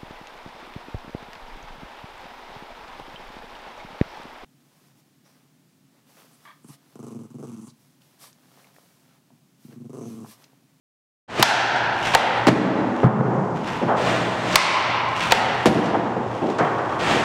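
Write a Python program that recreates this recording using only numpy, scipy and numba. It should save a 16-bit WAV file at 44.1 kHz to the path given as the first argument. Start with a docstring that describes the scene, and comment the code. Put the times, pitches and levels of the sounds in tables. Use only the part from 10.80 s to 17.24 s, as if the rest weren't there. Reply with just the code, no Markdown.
"""A large echoing hall, where hockey shots are practised over the rumble and hum of a puck feeder.
Twice a puck slides in, cracks against the stick's blade, is swept along and shot, then thuds into
the target sheet and clatters down. A third puck is fed as the sound ends. Each blow is a short force
that makes a body ring; sliding and scraping are grainy noise. An automatic gain control turns loud
blows down and lets the echo swell back up. It reacts slowly, so their first instants overload."""
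import sys
import numpy as np
from scipy import signal
from scipy.fft import rfft, irfft, next_fast_len
from scipy.io import wavfile
from numba import njit

SR = 44100
rng = np.random.default_rng(int(sys.argv[2]) if len(sys.argv) > 2 else 0)


def to_wav(sig):
    """Store sig (one row per channel, or 1-D mono) as 16-bit WAV at the path in sys.argv[1].

    Samples outside -1..1 are clipped; the rate is SR.
    """
    pcm = np.clip(np.atleast_2d(sig), -1, 1) * 32767
    pcm = np.round(pcm).astype(np.int16)
    wavfile.write(sys.argv[1], SR, pcm.T)  # frames by channels


N = 284004

# Levels in the tables are relative. A mode is one way a body rings; a tuning multiplies its pitch
# and width. Sound above a treble edge is dulled.
# Rumble of the machine and ventilation. Each row: frequency in Hz, level in dB.
RUMBLE_COLOUR = [(20, -47.5), (50, -14.5), (100, 3), (250, 0), (550, -3.5), (900, 5.5), (1700, -10),
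                 (3500, -29), (7000, -31), (11000, -50.5), (16000, -72)]
# The feeder sends a puck up the lane. Each row: start in seconds, drive level in dB, slide level in dB.
FEEDS = [(0.04, -18, -17), (3.157, -18, -18), (6.183, -14.5, -38)]
# Noise of a puck driven out and sliding. Each row: frequency in Hz, level in dB.
SLIDE_COLOUR = [(50, -8.5), (130, 1.5), (300, 4), (800, 3), (1600, 0), (3200, -4.5), (5000, -14.5),
                (8000, -21), (11000, -36), (16000, -46)]
# Pucks and feet on the floor. Each row: start in seconds, level in dB, contact time in seconds, tuning.
FLOOR_HITS = [(0.594, -15, .012, 1.05), (2.231, -10.5, .035, 3.4), (3.03, -15, 0.012, 1.09),
              (3.738, -23, 0.015, 1.35), (4.95, -16.5, 0.045, 1.05), (5.365, -17.5, 0.011, 1.3),
              (5.805, -16.5, 0.018, 1.13)]
# Modes of the wooden floor. Each row: pitch in Hz, width in Hz, level in dB.
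FLOOR_MODES = [(126.3, 23, 1.5), (236, 90, -5.5), (380, 175, -5.5), (670, 130, -18.5), (1080, 230, -31.5)]
# The blade stops a puck. Each row: start in seconds, level in dB, blade tuning, treble edge in Hz,
# level of the shaft's knock in dB compared with the blade.
CATCHES = [(0.6264, 2, 1.026, 9860, -19), (3.7566, 0, 1.49, 5970, -6.5)]
# Modes of the free blade. Each row: pitch in Hz, width in Hz, level in dB.
BLADE_MODES = [(750, 202, -2.5), (940, 160, -3.5), (1372, 294, -2.5), (1850, 660, -4), (2570, 880, -5),
               (3750, 1720, -9), (5570, 2400, -13.5)]
# The puck leaves the blade. Each row: start in seconds, level in dB, treble edge in Hz,
# sweep level in dB, seconds by which the squeak comes first.
SHOTS = [(1.3493, -6, 4450, -24.5, 0.094), (4.5212, -8, 5440, -24, 0.113)]
# Modes of the loaded shaft and shooting pad. Each row: pitch in Hz, width in Hz, level in dB.
SHAFT_MODES = [(260, 420, -14.5), (530, 124, -4.5), (814, 200, -2), (978, 79, 0.5), (1380, 200, -8.5),
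               (2030, 290, -6.5), (2930, 1100, -12), (6070, 13000, -25.5)]
# Small ticks of stick and skates. Each row: start in seconds, level in dB.
TICKS = [(0.959, -35), (4.286, -44), (4.376, -39), (5.056, -40), (5.70, -43), (5.785, -35.5)]
# A shot's draw, follow-through and last brush. Each row: peak in seconds after the shot, level in dB,
# rise in seconds, fall in seconds.
SWING = [(-.08, -2, 0.055, 0.046), (.018, 0, 0.02, 0.031), (.225, -17.5, .025, .09)]
# Stick and feet shuffle. Each row: peak time in seconds, level in dB, rise in seconds, fall in seconds.
SHUFFLES = [(2.255, -42.5, .11, .008), (2.76, -43, .008, .07), (2.865, -36, 0.014, 0.13),
            (4.95, -36.5, 0.077, 0.072), (5.55, -46, 0.17, .6), (6.13, -46, 0.091, 0.11)]
# The blade grating over the pad. Each row: frequency in Hz, level in dB.
SWEEP_COLOUR = [(200, 1), (700, 2), (1500, 6), (2400, -2.5), (3500, -4.5), (5000, -14), (8000, -18.5),
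                (11000, -27.5), (16000, -38)]
# The blade squeaks as it sticks and slips. Each row: pitch in Hz, width in Hz, level in dB.
SQUEAK_MODES = [(2685, 900, -3), (3380, 740, -11.5), (5330, 1600, -4.5)]
# A puck hits the target. Each row: start in seconds, level in dB, treble edge in Hz,
# bulge level in dB compared with the hit, bulge tuning.
TARGET_HITS = [(1.6694, -3.5, 6100, 3.5, 0.92), (4.8572, -5.5, 8900, -3.5, 0.6)]
# Modes of the target sheet. Each row: pitch in Hz, width in Hz, level in dB.
TARGET_MODES = [(135.4, 22, -2.5), (223, 30.6, -0.5), (320.4, 100, -0.5), (480, 304, -10.5),
                (800, 340, -12), (1370, 1550, -18), (2800, 1670, -22), (6700, 6700, -35.5)]
# Clunks at the lane's far end. Each row: start in seconds, level in dB, contact time in seconds,
# pitch in Hz, treble edge in Hz.
CLUNKS = [(2.243, -5, .027, 707, 1120), (3.012, -8.5, 0.014, 338, 740), (3.072, -4, 0.033, 610, 1380),
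          (5.141, -10.5, 0.0061, 800, 790), (5.612, -7.5, 0.025, 317, 1100), (5.674, -10, 0.015, 383, 714),
          (5.78, -4.5, 0.032, 655, 2220)]
# Loose pucks settle. Each row: start in seconds, length in seconds, starting level in dB,
# middle pitch in Hz, treble edge in Hz.
RATTLES = [(2.271, .35, -21, 710, 930), (4.972, .58, -19.5, 600, 1600), (5.829, .33, -16.5, 904, 1290)]
# How long the hall echoes. Each row: frequency in Hz, seconds to fade by 60 dB.
HALL_DECAY = [(100, 0.98), (300, 2.21), (900, 2.51), (2000, 1.84), (3500, 1.51), (6500, 0.85),
              (10000, 0.57), (16000, 0.21)]
# What the walls send back. Each row: frequency in Hz, level in dB.
HALL_COLOUR = [(60, -18), (150, 6), (400, 3.5), (1000, 2), (3000, 0), (6500, -0.5), (10000, 2.5),
               (16000, 7.5)]
# The whole sound fades in from silence. Each row: time in seconds, gain.
FADE_IN = [(0, 0), (0.478, 0), (0.50, 0.23), (0.55, 0.46), (0.60, 0.82), (6.44, 0.88)]

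CUTOFF_HZ = 16300   # no mode or treble edge goes higher
CATCH_CONTACT_S = 0.0035


def from_db(db):
    """Turn decibels into a gain."""
    return 10 ** (np.asarray(db) / 20)


def rms_one(x):
    """Scale a signal to an average power of 1."""
    return x / np.sqrt(np.mean(x ** 2) + 1e-20)


def at_hz(points, hz):
    """Read between a table's rows, giving each octave equal room."""
    known_hz, values = np.transpose(points)
    return np.interp(np.log(np.maximum(hz, 1)), np.log(known_hz), values)


def coloured(x, spectrum):
    """Make each frequency of a noise louder or softer."""
    size = next_fast_len(len(x))
    gains = from_db(at_hz(spectrum, np.fft.rfftfreq(size, 1 / SR)))
    return irfft(rfft(x, size) * gains, size)[:len(x)]


def drift(rate):
    """A random curve of size about 1 that turns about rate times a second."""
    knots = rng.standard_normal(8192)
    return rms_one(np.interp(np.arange(N) / SR * rate, np.arange(len(knots)), knots))


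def stroke(s, db, rise_s, fall_s):
    """A gain that swells to its peak at time s and dies away."""
    age = np.arange(N) / SR - s
    return from_db(db) * np.exp(np.maximum(np.minimum(age / rise_s, -age / fall_s), -40))


def friction(gain, spectrum, grain_db, grains_per_s):
    """A sliding thing catches and slips on the grain of the surface."""
    slips = rng.standard_normal(N) * from_db(grain_db * drift(grains_per_s))
    return gain * rms_one(coloured(slips, spectrum))


def resonance(x, hz, width_hz):
    """Ring at one pitch; the narrower the width, the longer the ring."""
    decay = np.exp(-np.pi * width_hz / SR)
    angle = 2 * np.pi * min(hz, CUTOFF_HZ) / SR
    feedback = [1, -2 * decay * np.cos(angle), decay * decay]
    return signal.lfilter(np.array([1, 0, -1]) * (1 - decay * decay) / 2, feedback, x)


def blow(contact_s, modes, edge_hz, swell=0):
    """A rough force, sudden or swelling, rings a body's modes; softness dulls the sound."""
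    age = np.arange(SR // 4) / SR / contact_s
    pressure = age ** swell * np.exp(-age)
    chatter = rfft(rng.standard_normal(len(age)) * pressure)
    even_chatter = irfft(chatter / np.abs(chatter), len(age))   # reaches all modes alike
    force = even_chatter * np.sqrt(pressure) + 1e-18
    body = sum((-1) ** k * from_db(db) * resonance(force, hz, width)
               for k, (hz, width, db) in enumerate(modes))
    body = signal.sosfilt(signal.butter(2, min(edge_hz, CUTOFF_HZ), fs=SR, output="sos"), body)
    return body * np.sqrt(SR / 100 / np.sum(body ** 2))   # same energy for every blow


def add(track, s, sound):
    """Mix a sound in at time s."""
    start = round(s * SR)
    track[start:start + len(sound)] += sound[:N - start]


def struck(hits, modes):
    """All blows on one body; where it is hit shifts its modes."""
    out = np.zeros(N)
    for s, db, contact_s, tuning, edge_hz in hits:
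        tuned = [(hz * tuning, width * tuning, mode_db) for hz, width, mode_db in modes]
        add(out, s, from_db(db) * blow(contact_s, tuned, edge_hz))
    return out


def bass_cut(x, low_hz=85):
    """Cut the deep bass below low_hz."""
    return signal.sosfilt(signal.butter(3, low_hz, "high", fs=SR, output="sos"), x)


def machine(rumble_db=-30.5, hum_hz=118.9, hum_db=-39, waver_db=3.0):
    """The feeder and ventilation rumble steadily under a wavering motor hum."""
    rumble = from_db(rumble_db) * rms_one(coloured(rng.standard_normal(N), RUMBLE_COLOUR))
    hum = np.sin(2 * np.pi * hum_hz * np.arange(N) / SR + drift(11))
    return rumble + from_db(hum_db + waver_db * drift(10)) * rms_one(hum)


def puck_feeds(travel_s=.595, lane_m=13, passing_m=0.84, ramp_s=0.018):
    """The drive rushes up and fades; the sliding puck grows louder as it nears, until it is stopped."""
    gain = 0
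    for s, drive_db, slide_db in FEEDS:
        age = np.arange(N) / SR - s
        distance_m = np.hypot(passing_m, lane_m * (1 - age / travel_s))
        moving = np.clip(np.minimum(age, travel_s + ramp_s - age) / ramp_s, 0, 1)
        drive = stroke(s + 0.13, drive_db, rise_s=.12, fall_s=.13)
        gain = gain + moving * (drive + from_db(slide_db) / distance_m)
    return friction(gain, SLIDE_COLOUR, grain_db=1.0, grains_per_s=910)


def wooden_floor(edge_hz=1140, drop_s=2.238, bounce_s=0.17, bounce_share=.42, loss_db=2):
    """Pucks and feet thump the boards; one puck drops and bounces ever faster and softer."""
    hits = [(*hit, edge_hz) for hit in FLOOR_HITS]
    hits.append((drop_s, 1.5, 0.018, 1, 200))   # the heavy, dull drop
    landings = drop_s + np.cumsum(bounce_s * bounce_share ** np.arange(4))
    hits += [(s, -16 - loss_db * k, 0.0036, 1.47, 1100) for k, s in enumerate(landings)]
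    return bass_cut(struck(hits, FLOOR_MODES), low_hz=100)


def blade():
    """The arriving puck makes the free blade ring."""
    hits = []
    for s, db, tuning, edge_hz, _ in CATCHES:
        hits += [(s - .031, db - 38, 0.016, 2.1, edge_hz),   # a faint graze
                 (s, db, CATCH_CONTACT_S, tuning, edge_hz)]   # then the crack
    return struck(hits, BLADE_MODES)


def beamed(crack, hz=4000, width_hz=2500, gain_db=6):
    """The flat blade throws its treble straight at the listener."""
    return from_db(gain_db) * resonance(crack, hz, width_hz)


def shaft(knock_tuning=1.123, knock_edge_hz=1760):
    """The stick's shaft knocks at each catch and each shot."""
    hits = [(s, db + knock_db, CATCH_CONTACT_S, knock_tuning, knock_edge_hz)
            for s, db, _, _, knock_db in CATCHES]
    for s, db, edge_hz, _, _ in SHOTS:
        hits += [(s - .013, db - 15, 0.028, 1.19, edge_hz),   # the blade touches the pad
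                 (s, db, 0.0035, 0.94, edge_hz)]   # then slaps the puck away
    return struck(hits, SHAFT_MODES)


def ticks(contact_s=0.013, edge_hz=9000):
    """Stick and skates make light, bright touches."""
    out = np.zeros(N)
    for s, db in TICKS:
        add(out, s, from_db(db) * blow(contact_s, [(2750, 1700, 12), (7000, 3800, 2)], edge_hz))
    return out


def sweep(bite_db=5.5, squeak_db=3):
    """The blade grates and squeaks over the pad in each shot; stick and feet shuffle afterwards."""
    swings = sum(stroke(s + after_s, sweep_db + db, rise_s, fall_s)
                 for s, _, _, sweep_db, _ in SHOTS for after_s, db, rise_s, fall_s in SWING)
    shuffles = sum(stroke(*row) for row in SHUFFLES)
    scrape = friction(swings + shuffles, SWEEP_COLOUR, grain_db=4.5, grains_per_s=350)
    # the blade bites as the draw begins
    bites = sum(stroke(s - lead_s, sweep_db + bite_db, rise_s=0.0087, fall_s=0.033)
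                for s, _, _, sweep_db, lead_s in SHOTS)
    slips = scrape + friction(bites, SWEEP_COLOUR, grain_db=4, grains_per_s=500)
    squeak = sum(from_db(db + squeak_db) * resonance(slips, hz, width) for hz, width, db in SQUEAK_MODES)
    return scrape + squeak


def target_sheet():
    """Each puck shakes the sheet with four quick blows that make one thud."""
    hits = []
    for s, db, edge_hz, bulge_db, tuning in TARGET_HITS:
        hits += [(s, db, 0.0027, 0.97, edge_hz),   # first contact
                 (s + .004, db - 1.5, 0.025, 1.907, edge_hz),   # the sheet slaps
                 (s + .013, db + bulge_db, .01, tuning, edge_hz),   # bulges
                 (s + .09, db + bulge_db - 11.5, .01, tuning, 1470)]   # and swings back
    return bass_cut(struck(hits, TARGET_MODES))


def clunks(width_share=0.62, upper_ratio=2.5):
    """Loose pucks and feeder parts knock together, each knock swelling briefly."""
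    out = np.zeros(N)
    for s, db, contact_s, hz, edge_hz in CLUNKS + rattles():
        width_hz = width_share * hz
        modes = [(hz, width_hz, 0),
                 (hz * upper_ratio, width_hz * upper_ratio, -9),
                 (3150, 60, -10)]   # a faint metal ring
        add(out, s, from_db(db) * blow(contact_s, modes, edge_hz, swell=0.9))
    return bass_cut(out)


def rattles(count=10, contact_s=.008, fall_db_per_s=20, spread_octaves=0.35):
    """Settling pucks make uneven, fading runs of knocks, listed as rows like those of CLUNKS."""
    knocks = []
    for s, length_s, db, hz, edge_hz in RATTLES:
        for k, (late, high) in enumerate(rng.random((count, 2))):
            age = length_s * (k + late) / count
            pitch_hz = hz * 2 ** (spread_octaves * (2 * high - 1))
            knocks.append((s + age, db - fall_db_per_s * age, contact_s, pitch_hz, edge_hz))
    return knocks


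def hall(x, build_up_s=0.0017, echo_db=-37):
    """The walls send back dense reflections that die band by band, the treble first."""
    t = np.arange(2 * SR) / SR
    spectrum = rfft(coloured(rng.standard_normal(len(t)), HALL_COLOUR))
    hz = np.fft.rfftfreq(len(t), 1 / SR)
    centres = np.geomspace(80, 16000, 14)
    echo = 0
    for centre, share in zip(centres, np.eye(len(centres))):
        band = irfft(spectrum * at_hz(np.c_[centres, share], hz), len(t))
        echo = echo + band * np.exp(-np.log(1000) * t / at_hz(HALL_DECAY, centre))
    echo *= from_db(echo_db) * (1 - np.exp(-(t / build_up_s) ** 2))
    return signal.fftconvolve(x, echo)[:N]


def stick_echo(directions=3):
    """The stick sends a different crack in each direction; the hall blends them into a wash."""
    return sum(hall(blade() + shaft()) for _ in range(directions)) / np.sqrt(directions)


def scene():
    """Mix the direct sounds, their echoes and the machine."""
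    crack = blade()
    stick = crack + shaft()
    target, floor, far = target_sheet(), wooden_floor(), clunks()
    near = ticks() + sweep()
    sliding = puck_feeds()
    direct = from_db(7.5) * stick + target + floor + from_db(-5.0) * far
    direct += from_db(2.5) * near + from_db(-3.5) * sliding + beamed(crack)
    # each place in the hall has its own reflections
    places = [from_db(-5.5) * target + from_db(-5.5) * sliding,
              from_db(-2.5) * floor + from_db(-9.5) * far + from_db(3.5) * near]
    echoes = stick_echo() + sum(hall(sent) for sent in places)
    return (direct + echoes + machine())[None]


@njit
def follow_level(size, rest, charge, keep):
    """Track loudness: climb on peaks, then sink slowly back to rest."""
    out, level = np.empty(len(size)), rest
    for i in range(len(size)):
        level = max(rest, level * keep + charge * max(size[i] - level, 0.))
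        out[i] = level
    return out


def record(dry, threshold_db=-16.0, attack_s=0.053, release_db_per_s=33, ceiling=0.67):
    """Slow gain control lets sharp blows overload; then fade in and trim the lowest and highest sound."""
    rest = float(from_db(threshold_db))
    keep = float(from_db(-release_db_per_s / SR))
    level = follow_level(np.abs(dry[0]), rest, 1 / (attack_s * SR), keep)
    overloaded = np.clip(dry * rest / level, -ceiling, ceiling)
    fade = np.interp(np.arange(N) / SR, *np.transpose(FADE_IN))
    out = signal.sosfilt(signal.butter(1, 12, "high", fs=SR, output="sos"), overloaded * fade)
    return signal.sosfiltfilt(signal.ellip(8, .05, 45, CUTOFF_HZ - 300, fs=SR, output="sos"), out)


dry = scene()
out = record(dry)
to_wav(out)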